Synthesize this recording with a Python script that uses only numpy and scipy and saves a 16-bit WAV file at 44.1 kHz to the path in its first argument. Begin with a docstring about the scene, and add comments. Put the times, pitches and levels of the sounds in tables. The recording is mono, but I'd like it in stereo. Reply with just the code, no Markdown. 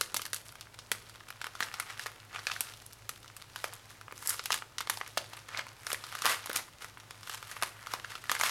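"""Plastic film rustles over a faint hum and hiss as hands pull and tear a bubble mailer on a desk.
The rustle is thousands of tiny creases, merging into a rip under hard tugs. The bag thumps the desk.
Larger creases snap one by one: a sharp edge, a flex of the film, a ring of the air-filled pouch.
The desk top and a small room answer. The microphones are close; the right one is weak."""
import sys
import numpy as np
from scipy import signal
from scipy.fft import rfft, irfft
from scipy.io import wavfile
from scipy.ndimage import uniform_filter1d

SR = 44100
rng = np.random.default_rng(int(sys.argv[2]) if len(sys.argv) > 2 else 0)


def transcribe(signal):
    """Save signal, clipped to [-1, 1], as a 16-bit WAV file at the path in sys.argv[1]."""
    frames = np.atleast_2d(signal).T
    limited = np.clip(frames, -1, 1)
    pcm = np.round(limited * 32767).astype(np.int16)
    wavfile.write(sys.argv[1], SR, pcm)


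N = 374850


def amp(db):
    return 10 ** (np.asarray(db) / 20)


def decay(t, t60_s):
    return amp(-60 * t / t60_s)


def unit_rms(x):
    return x / np.sqrt(np.mean(x ** 2) + 1e-20)


def curve_at(points, hz):
    """Interpolates (hz, value) points over log frequency."""
    point_hz, value = np.transpose(points)
    return np.interp(np.log(hz + 1), np.log(point_hz + 1), value)


def coloured(x, spectrum):
    """Minimum-phase filter of unit energy."""
    log_gain = np.log(amp(curve_at(spectrum, abs(np.fft.fftfreq(4096, 1 / SR)))))
    taps = np.fft.ifft(np.exp(log_gain - 1j * signal.hilbert(log_gain).imag)).real[:1024]
    taps = taps / np.linalg.norm(taps)
    return signal.oaconvolve(np.atleast_2d(x), taps[None], axes=1)[:, :x.shape[-1]].squeeze()


def burst(level_db, x):
    """Scales x to the energy of 3 ms at level_db."""
    return amp(level_db) * x * np.sqrt(.003 * SR) / np.linalg.norm(x)


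# Fingers working the film: time_s, level_db, pouch_rel_db, edge_rel_db
HANDLING = [(0, -51, -4, -5), (.4, -62, 3, -14), (.73, -66, 3, -5), (1.08, -55.5, 0, -6),
            (1.24, -62.5, 2, -11), (1.8, -50.5, 2.5, -6.5), (2.3, -61.5, 5, -5), (2.53, -45, -2.5, -4),
            (2.93, -62, -1.5, -3.5), (3.2, -63, 1.5, -6), (3.76, -53.5, 0.5, -9), (4.07, -64, 0.5, -9),
            (4.45, -48, -13, -6.5), (4.7, -67.5, 7, -16), (5.09, -53.5, -3, -3.5), (5.75, -60.5, 4, -6),
            (6.08, -47.5, 0.5, -3.5), (6.42, -47, 1.3, -8), (6.72, -61, 2.5, -6), (6.95, -61, 4, -5),
            (7.45, -52, 2.5, -2), (7.8, -56, 6.5, -3.5), (8.21, -54, -1.5, -6), (8.5, -36.5, -3, -8)]
# Tugs that drag or rip the film: start_s, length_s, peak_db, pouch_rel_db, edge_rel_db
TUGS = [(0.445, 0.013, -55, 2, 8.5), (1.583, 0.054, -43.5, 4.5, 2), (1.857, 0.056, -44.5, 4, -9),
        (1.976, 0.051, -42, -8, -4.5), (2.298, 0.066, -45.5, 5, -14), (2.46, 0.053, -49, 1, -7),
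        (2.58, 0.11, -48.5, 1.5, -7), (3.473, 0.19, -49.5, -2, -1), (3.875, 0.039, -53, 0, -0.5),
        (4.153, 0.18, -43.5, 2, 6), (4.478, .07, -38.5, -1, -1), (4.883, 0.052, -43.5, -1, 2.5),
        (5.296, 0.042, -53.5, 7.5, -4), (5.463, 0.13, -42.5, 5, -24), (5.828, 0.078, -46.5, 6, 5),
        (6.207, .11, -30, 3.5, -1.5), (6.502, 0.087, -39.5, 1.5, -3), (6.801, 0.025, -42.5, 3, -3),
        (7.19, 0.14, -47.5, -4, -4), (7.476, 0.036, -49.5, 2, 1.5), (7.62, 0.055, -49, -12, 0),
        (7.855, 0.087, -44.5, 4.5, -2), (8.068, 0.053, -43.5, 1.5, -6), (8.282, 0.035, -41.5, 7, 2),
        (8.374, 0.095, -33.5, 2.5, 0.5)]
def handling_levels(swell_db=23, slacken_db_per_s=263, settle_rel_db=-23, settle_db_per_s=160):
    """Film, pouch and edge levels in dB: fingers, tugs and settling after snaps add in power."""
    t = np.arange(0, N + 64, 64) / SR
    time_s, level_db, pouch_rel_db, edge_rel_db = np.transpose(HANDLING)
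    power = amp([np.interp(t, time_s, level_db + rel) for rel in (0, pouch_rel_db, edge_rel_db)]) ** 2
    for start_s, length_s, peak_db, pouch_rel_db, edge_rel_db in TUGS:
        to_go = 1 - (t - start_s) / length_s
        shape_db = np.where(to_go > 0, -swell_db * to_go ** 2, slacken_db_per_s * length_s * to_go)
        parts_db = peak_db + shape_db + np.vstack([0, pouch_rel_db, edge_rel_db])
        power += amp(np.maximum(parts_db, -200)) ** 2
    for start_s, level_db, pouch_rel_db, edge_rel_db, _ in SNAPS:
        settling_db = level_db + settle_rel_db - settle_db_per_s * abs(t - start_s)
        power += (t > start_s) * amp(settling_db + np.vstack([0, pouch_rel_db, edge_rel_db])) ** 2
    return [np.interp(np.arange(N) / SR, t, 10 * np.log10(part)) for part in power]


# Spectra of flexing film, air-filled pouch and a crease's sharp edge: freq_hz, gain_db
FILM = [(1800, -12.5), (2800, 4.5), (3800, 5.5), (5500, 2), (8000, -5.5), (16000, -22.5)]
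POUCH = [(60, -45), (200, -39.5), (400, -12.5), (800, -5.5), (1250, 2.5), (2200, -1), (3200, -9),
         (8000, -86)]
EDGE = [(3000, -42), (5000, -0.5), (7000, 2), (10000, 3.5), (13000, 0.5), (16500, -17)]
def rustle(rip_db=-45, rub_share=0.61):
    """Tiny creases of uneven size, in clumps; hard handling merges them into an even rip."""
    film_db, pouch_db, edge_db = handling_levels()
    creases_per_s = np.clip(1100 * amp(0.56 * (film_db + 50.5)), 120, 30000)
    unevenness = 1 - .8 / (1 + amp(3 * (rip_db - film_db)))
    clumps = 5 * unit_rms(uniform_filter1d(rng.standard_normal(N), size=500))
    spread = 4.5 * (np.minimum(rng.exponential(1, N), 3.1) - 1.5)
    size = amp(unevenness * (spread + clumps))
    ticks = size * (rng.random(N) < creases_per_s / SR) / np.sqrt(creases_per_s)
    parts = (FILM, film_db, .003), (POUCH, pouch_db, .005), (EDGE, edge_db, .002)
    out = 0
    for spectrum, level_db, t60_s in parts:
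        part_ticks = ticks * amp(5.9 * unevenness * rng.standard_normal(N))
        envelope = signal.lfilter([1], [1, -decay(1 / SR, t60_s)], part_ticks)
        crackle = envelope * rng.standard_normal(N)
        rub = rub_share * rng.standard_normal(N) * np.std(crackle)  # skin sliding on film
        out += amp(level_db) * unit_rms(coloured(crackle + rub, spectrum))
    return out


def wander(top_hz):
    """Slow random curve, rms 1."""
    t = np.arange(0, N + 400, 400) / SR
    rates_hz = np.geomspace(.4, top_hz, num=16)
    slow = sum(np.sin(2 * np.pi * (hz * t + rng.random())) / np.sqrt(hz) for hz in rates_hz)
    return np.interp(np.arange(N) / SR, t, unit_rms(slow))


# Hum tones: pitch_hz, rms_db
HUM_TONES = [(54.5, -67.5), (76.7, -98), (97.6, -98), (101.6, -62.5), (108.3, -60), (130.5, -68)]
def hum(waver_db=1.5, drift_hz=.35):
    """Low tones that beat against each other and waver a little."""
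    out = 0
    for pitch_hz, rms_db in HUM_TONES:
        peak = np.sqrt(2) * amp(rms_db + waver_db * wander(2.9))
        cycles = np.cumsum(pitch_hz + drift_hz * wander(4.0)) / SR
        out += peak * np.sin(2 * np.pi * cycles)
    return out


# Noise floor spectrum: freq_hz, density_db
HISS_SPECTRUM = [(32, -9), (42, -12), (110, 1), (190, -10.5), (870, -12), (1200, -15), (2000, -17),
                 (5900, -21), (10700, -26), (15700, -31), (17000, -32)]
# Left-right likeness of the hiss: freq_hz, correlation
HISS_CORRELATION = [(60, 0.52), (240, 0.64), (1000, 1), (15000, 0.38)]
def hiss(level_db=-54.5):
    """Steady room and microphone noise, partly shared by both channels."""
    hz = np.fft.rfftfreq(N, 1 / SR)
    left, independent = rfft(rng.standard_normal((2, N)))
    correlation = curve_at(HISS_CORRELATION, hz)
    right = correlation * left + np.sqrt(1 - correlation ** 2) * independent
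    shaped = np.array([left, right]) * amp(curve_at(HISS_SPECTRUM, hz))
    return amp(level_db) * unit_rms(irfft(shaped, N))


# Knock spectrum of the desk top: freq_hz, gain_db
DESK = [(90, -10), (180, -6.5), (380, -1.5), (600, 3.5), (1200, -17)]
# Jerks of the bag against the desk: start_s, level_db
THUMPS = [(0.0084, -44), (0.1443, -30.5), (0.9157, -27), (1.605, -31), (1.6248, -43.5), (3.641, -30.5),
          (4.1235, -37.5), (5.1734, -23.5), (5.5873, -36), (5.93, -33), (6.2462, -30), (6.266, -37),
          (6.4962, -28.5), (6.5618, -33), (6.594, -39), (7.937, -29), (8.436, -38)]
def thumps(t60_s=.014):
    """The padded bag pushes softly into the desk top for a few milliseconds."""
    t, out = np.arange(900) / SR, np.zeros(N + 900)
    pushes = coloured(decay(t, t60_s) * rng.standard_normal((len(THUMPS), len(t))), DESK)
    fade_out = signal.windows.tukey(2 * len(t), .5)[len(t):]
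    for (start_s, level_db), push in zip(THUMPS, pushes):
        out[round(start_s * SR):][:len(t)] += burst(level_db, push * fade_out)
    return out[:N]


# Creases that snap clearly: start_s, level_db, pouch_rel_db, edge_rel_db, pouch_pitch_hz
SNAPS = [(0.0111, -21.5, -1, -0.5, 1260), (0.144, -25, -1.5, 0, 1030), (0.1645, -28, -4, 0, 2110),
         (0.1682, -31, -4.5, 8.5, 735), (0.1942, -45, 14, -12, 1210), (0.218, -31.5, -7, -2, 1450),
         (0.2538, -32.5, -4, -2, 1790), (0.2634, -41.5, 5, 6, 1730), (0.332, -26.5, -1.5, 0.5, 1600),
         (0.345, -41, 3, 14, 1520), (0.3624, -34, -11, -2, 1540), (0.4913, -42, -4, -14, 1190),
         (0.524, -53.5, 7, -11, 1390), (0.5546, -44.5, 3, -4, 1430), (0.6101, -35.5, -11, -6, 1420),
         (0.789, -35, -6, -31, 1510), (0.9169, -22.5, 1.5, 0, 2010), (1.0961, -43.5, -2, -5, 1410),
         (1.1576, -44.5, 0, -7, 1380), (1.207, -55, 13.5, -19, 1224), (1.286, -42.5, 0, -3, 1400),
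         (1.3041, -42, 8.5, 2, 1440), (1.415, -33, 4, -12, 1490), (1.4425, -34.5, 5.5, -5, 1460),
         (1.4679, -37.5, 7.5, -3.5, 1480), (1.5525, -39, 4, -12, 1280), (1.6052, -27, 5.5, -17, 1450),
         (1.6259, -29.5, 7, -21, 1600), (1.631, -28, -7, -14, 2010), (1.7406, -32.5, 1, -7.5, 1380),
         (1.7994, -30.5, 5.5, 3.5, 1430), (1.9948, -33.5, 5, -7, 1740), (2.0601, -38.5, 10.5, -4, 1770),
         (2.0666, -33, 3.5, -4, 1780), (2.349, -47, 14, -4, 1280), (2.3599, -39, 10, -27, 2430),
         (2.3912, -38.5, 4, -20, 1570), (2.469, -24.5, 2.5, -18, 2480), (2.499, -40, 11, -22, 1310),
         (2.5131, -37, 7.5, -24, 2470), (2.5167, -27, -2, -23, 2700), (2.5633, -44.5, 14.5, -10, 1540),
         (2.6074, -27.5, -2, 7.5, 2630), (2.7374, -39.5, -8, -11, 1390), (2.9315, -48, -4, 6, 1520),
         (3.0925, -31.5, 1.5, 2.5, 1290), (3.23, -46.5, -6, -6, 1400), (3.245, -48.5, 5, -14, 1370),
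         (3.279, -42, -25, -24, 2500), (3.366, -43, -1, 5.5, 1730), (3.56, -33.5, 3, -5, 1550),
         (3.642, -31, 8, -3, 1320), (3.7363, -42, -9, 4.5, 2500), (4.0124, -47, 8.5, -1, 1250),
         (4.081, -59.5, 23.5, -10, 1180), (4.11, -62, 22, -10, 1250), (4.1236, -55, 20, -9, 1200),
         (4.2256, -42.5, 4, 0, 1220), (4.2604, -44, 4.5, 8, 1380), (4.2735, -42.5, -13, 21.5, 1400),
         (4.2932, -43, -15, 22.5, 1410), (4.297, -34, -8, 11.5, 2020), (4.305, -32.5, -0.5, 7.5, 2000),
         (4.3431, -39.5, 5.5, -15, 1170), (4.394, -29.5, 0.5, -25, 1390), (4.4395, -44, -3, 3, 1310),
         (4.4576, -29, -1.5, 1, 1560), (4.5047, -28, 8, -19, 1214), (4.5205, -20, -9, -10, 2640),
         (4.5278, -22, -7, -14, 1330), (4.5424, -26.5, 1.5, 1, 1650), (4.622, -48.5, 17.5, -12, 1210),
         (4.7833, -25, -5, -11, 1970), (4.8056, -35.5, 8, 0.5, 1130), (4.8098, -31, 1, -12, 1410),
         (4.8729, -35, 3.5, -9, 1150), (4.8981, -28.5, 8, 5, 1300), (4.9007, -26.5, -4.5, 1, 1410),
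         (4.973, -32.5, -2, -8, 890), (5.0123, -40, 15.5, -20, 1150), (5.0628, -43, 2, -16, 2100),
         (5.1735, -27.5, 5.5, -23, 1330), (5.1776, -22, -10.5, -14, 1380), (5.3337, -37.5, -1, -8, 830),
         (5.4888, -49, 11, -18, 1290), (5.547, -43.5, 14.5, -31, 2250), (5.5737, -28, -9, -23, 1070),
         (5.5923, -31.5, 5.5, -20, 1660), (5.6672, -49.5, 13, 0, 1060), (5.8675, -30.5, 2, -3, 1670),
         (5.9026, -39, 8.5, 1, 1200), (5.9171, -28, -1, -9, 1250), (5.93, -29.5, -7, 6, 2370),
         (5.945, -34.5, 7.5, -7, 1960), (6.0395, -34, -1.5, -21, 1320), (6.125, -37, 3, -6, 1520),
         (6.1518, -35, 6.5, -3, 1310), (6.2207, -29, 0.5, -2.5, 1240), (6.2493, -44, 20, -9, 1190),
         (6.2558, -20.5, 1, -3, 1180), (6.2625, -29.5, 9, -10, 1410), (6.264, -24, 5, -1.5, 1090),
         (6.4596, -35.5, 0.5, 3.5, 1060), (6.472, -39, 4, -5, 1400), (6.5002, -35.5, 7, -15, 1520),
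         (6.5134, -44, 13, -3, 1490), (6.531, -36.5, -1, 4, 1490), (6.5578, -33.5, -1, 6, 2320),
         (6.5613, -26, -1, 4, 2400), (6.5708, -30, -13, 3.5, 1220), (6.596, -47, 11, -5, 1150),
         (6.8449, -44, 10, 3, 1330), (6.9727, -54, 16, -28, 1110), (7.0002, -44, -1.5, -11, 1820),
         (7.1085, -37.5, 0.5, -10, 1220), (7.2316, -40, -1.5, -12, 1400), (7.274, -40.5, 3, -3, 1180),
         (7.2964, -34, 3, -2.5, 1270), (7.4273, -40.5, 5.5, -5, 1180), (7.5141, -43, 6.5, 3, 1620),
         (7.5659, -55.5, 23, 2, 1160), (7.6244, -25.5, 5, -4, 1255), (7.633, -28.5, 5.5, 2, 1060),
         (7.8703, -38, 8, -5, 1280), (7.937, -28.5, 4, -12, 1070), (8.046, -39, 10, -35, 1700),
         (8.1537, -33.5, 0, -20, 1320), (8.24, -49.5, 13.5, 5, 1920), (8.2955, -24.5, 4.5, -16, 1770),
         (8.3162, -23.5, 3.5, -0.5, 1190), (8.3509, -32, 6.5, 0, 1610), (8.365, -40, 11, -25, 2120),
         (8.3925, -39, -1, 3, 1750), (8.3988, -32.5, 4, 0, 965), (8.4116, -28, 9, 4, 1280),
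         (8.4352, -20.5, 2, -8, 1170), (8.4944, -29, 2, -6, 2100)]
def snaps():
    """A crease lets go at once: bright edge, flex of the film, short ring of the pouch."""
    t, out = np.arange(900) / SR, np.zeros(N + 900)
    edge_noise, film_noise, pouch_noise = rng.standard_normal((len(SNAPS), 3, len(t))).swapaxes(0, 1)
    # a spike, then the neighbouring film settles
    edges = coloured((decay(t, .003) + .2 * decay(t, .04)) * edge_noise, EDGE)
    films = coloured((decay(t, .0019) + .25 * decay(t, .054)) * film_noise, FILM)
    films /= np.linalg.norm(films, axis=1, keepdims=True)
    patch_hz = 2600 * 2.41 ** rng.random((len(SNAPS), 1))  # each patch of film has its own pitch
    films += .11 * decay(t, .011) * np.sin(2 * np.pi * patch_hz * t)
    pouch_envelope = decay(t, .009) * (1 - np.exp(-t / .0005))
    puffs = coloured(pouch_envelope * pouch_noise, POUCH)
    for row, edge, film, puff in zip(SNAPS, edges, films, puffs):
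        start_s, level_db, pouch_rel_db, edge_rel_db, pouch_pitch_hz = row
        ring = pouch_envelope * np.sin(2 * np.pi * pouch_pitch_hz * t)
        pouch = burst(level_db + pouch_rel_db, unit_rms(puff) + 1.07 * unit_rms(ring))
        snap = burst(level_db + edge_rel_db, edge) + burst(level_db, film) + pouch
        out[round(start_s * SR):][:len(t)] += snap
    return out[:N]


# Room decay: freq_hz, t60_s
ROOM_DECAY = [(300, 0.68), (1200, 0.22), (4000, 0.25), (10000, 0.26), (16000, 0.12)]
# Reflection off the desk top: delay_s, gain_db
DESK_ECHOES = [(.0041, -18)]
def room(x, wet_db=-11.5):
    """Direct sound, desk echo, then sparse reflections dying band by band, different on each side."""
    taps = np.zeros((2, SR // 2))
    slots = np.arange(200, SR // 2 - 20, 20)
    arrivals = slots + rng.integers(0, 20, (2, len(slots)))
    np.put_along_axis(taps, arrivals, rng.choice([-1., 1.], arrivals.shape), 1)
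    hz, t, bands = signal.stft(taps, SR, nperseg=256)
    _, response = signal.istft(bands * decay(t, curve_at(ROOM_DECAY, hz)[:, None]), SR, nperseg=256)
    response *= amp(wet_db) / np.linalg.norm(response, axis=1, keepdims=True)
    response[:, 0] += 1  # direct sound
    for delay_s, gain_db in DESK_ECHOES:
        response[[0, 1], round(delay_s * SR) + np.array([0, 5])] += amp(gain_db)  # later on the right
    return signal.fftconvolve(x[None], response, axes=1)[:, :N]


def scene(low_cut_hz=140):
    """The mailer in the room, its deep bass filtered out, over hum and hiss."""
    low_cut = signal.butter(3, low_cut_hz, "high", fs=SR, output="sos")
    mailer = signal.sosfilt(low_cut, snaps() + thumps() + rustle())
    return room(mailer) + hum() + hiss()


# Right microphone relative to left: freq_hz, gain_db
RIGHT_MIC = [(60, -23), (130, -23.5), (240, -13), (950, -10.5), (4000, -12), (8000, -12), (12000, -6.5),
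             (15200, -41), (15900, -45)]
def record(dry, band_limit_hz=16600):
    """Weak right microphone, weakest in the bass and extreme treble; both channels band-limited."""
    right_gain = amp(curve_at(RIGHT_MIC, np.fft.rfftfreq(N, 1 / SR)))
    right = irfft(rfft(dry[1]) * right_gain, N)
    low_pass = signal.firwin(301, band_limit_hz, window=("kaiser", 5), fs=SR)
    return signal.oaconvolve(np.array([dry[0], right]), low_pass[None], "same")


dry = scene()
out = record(dry)
transcribe(out)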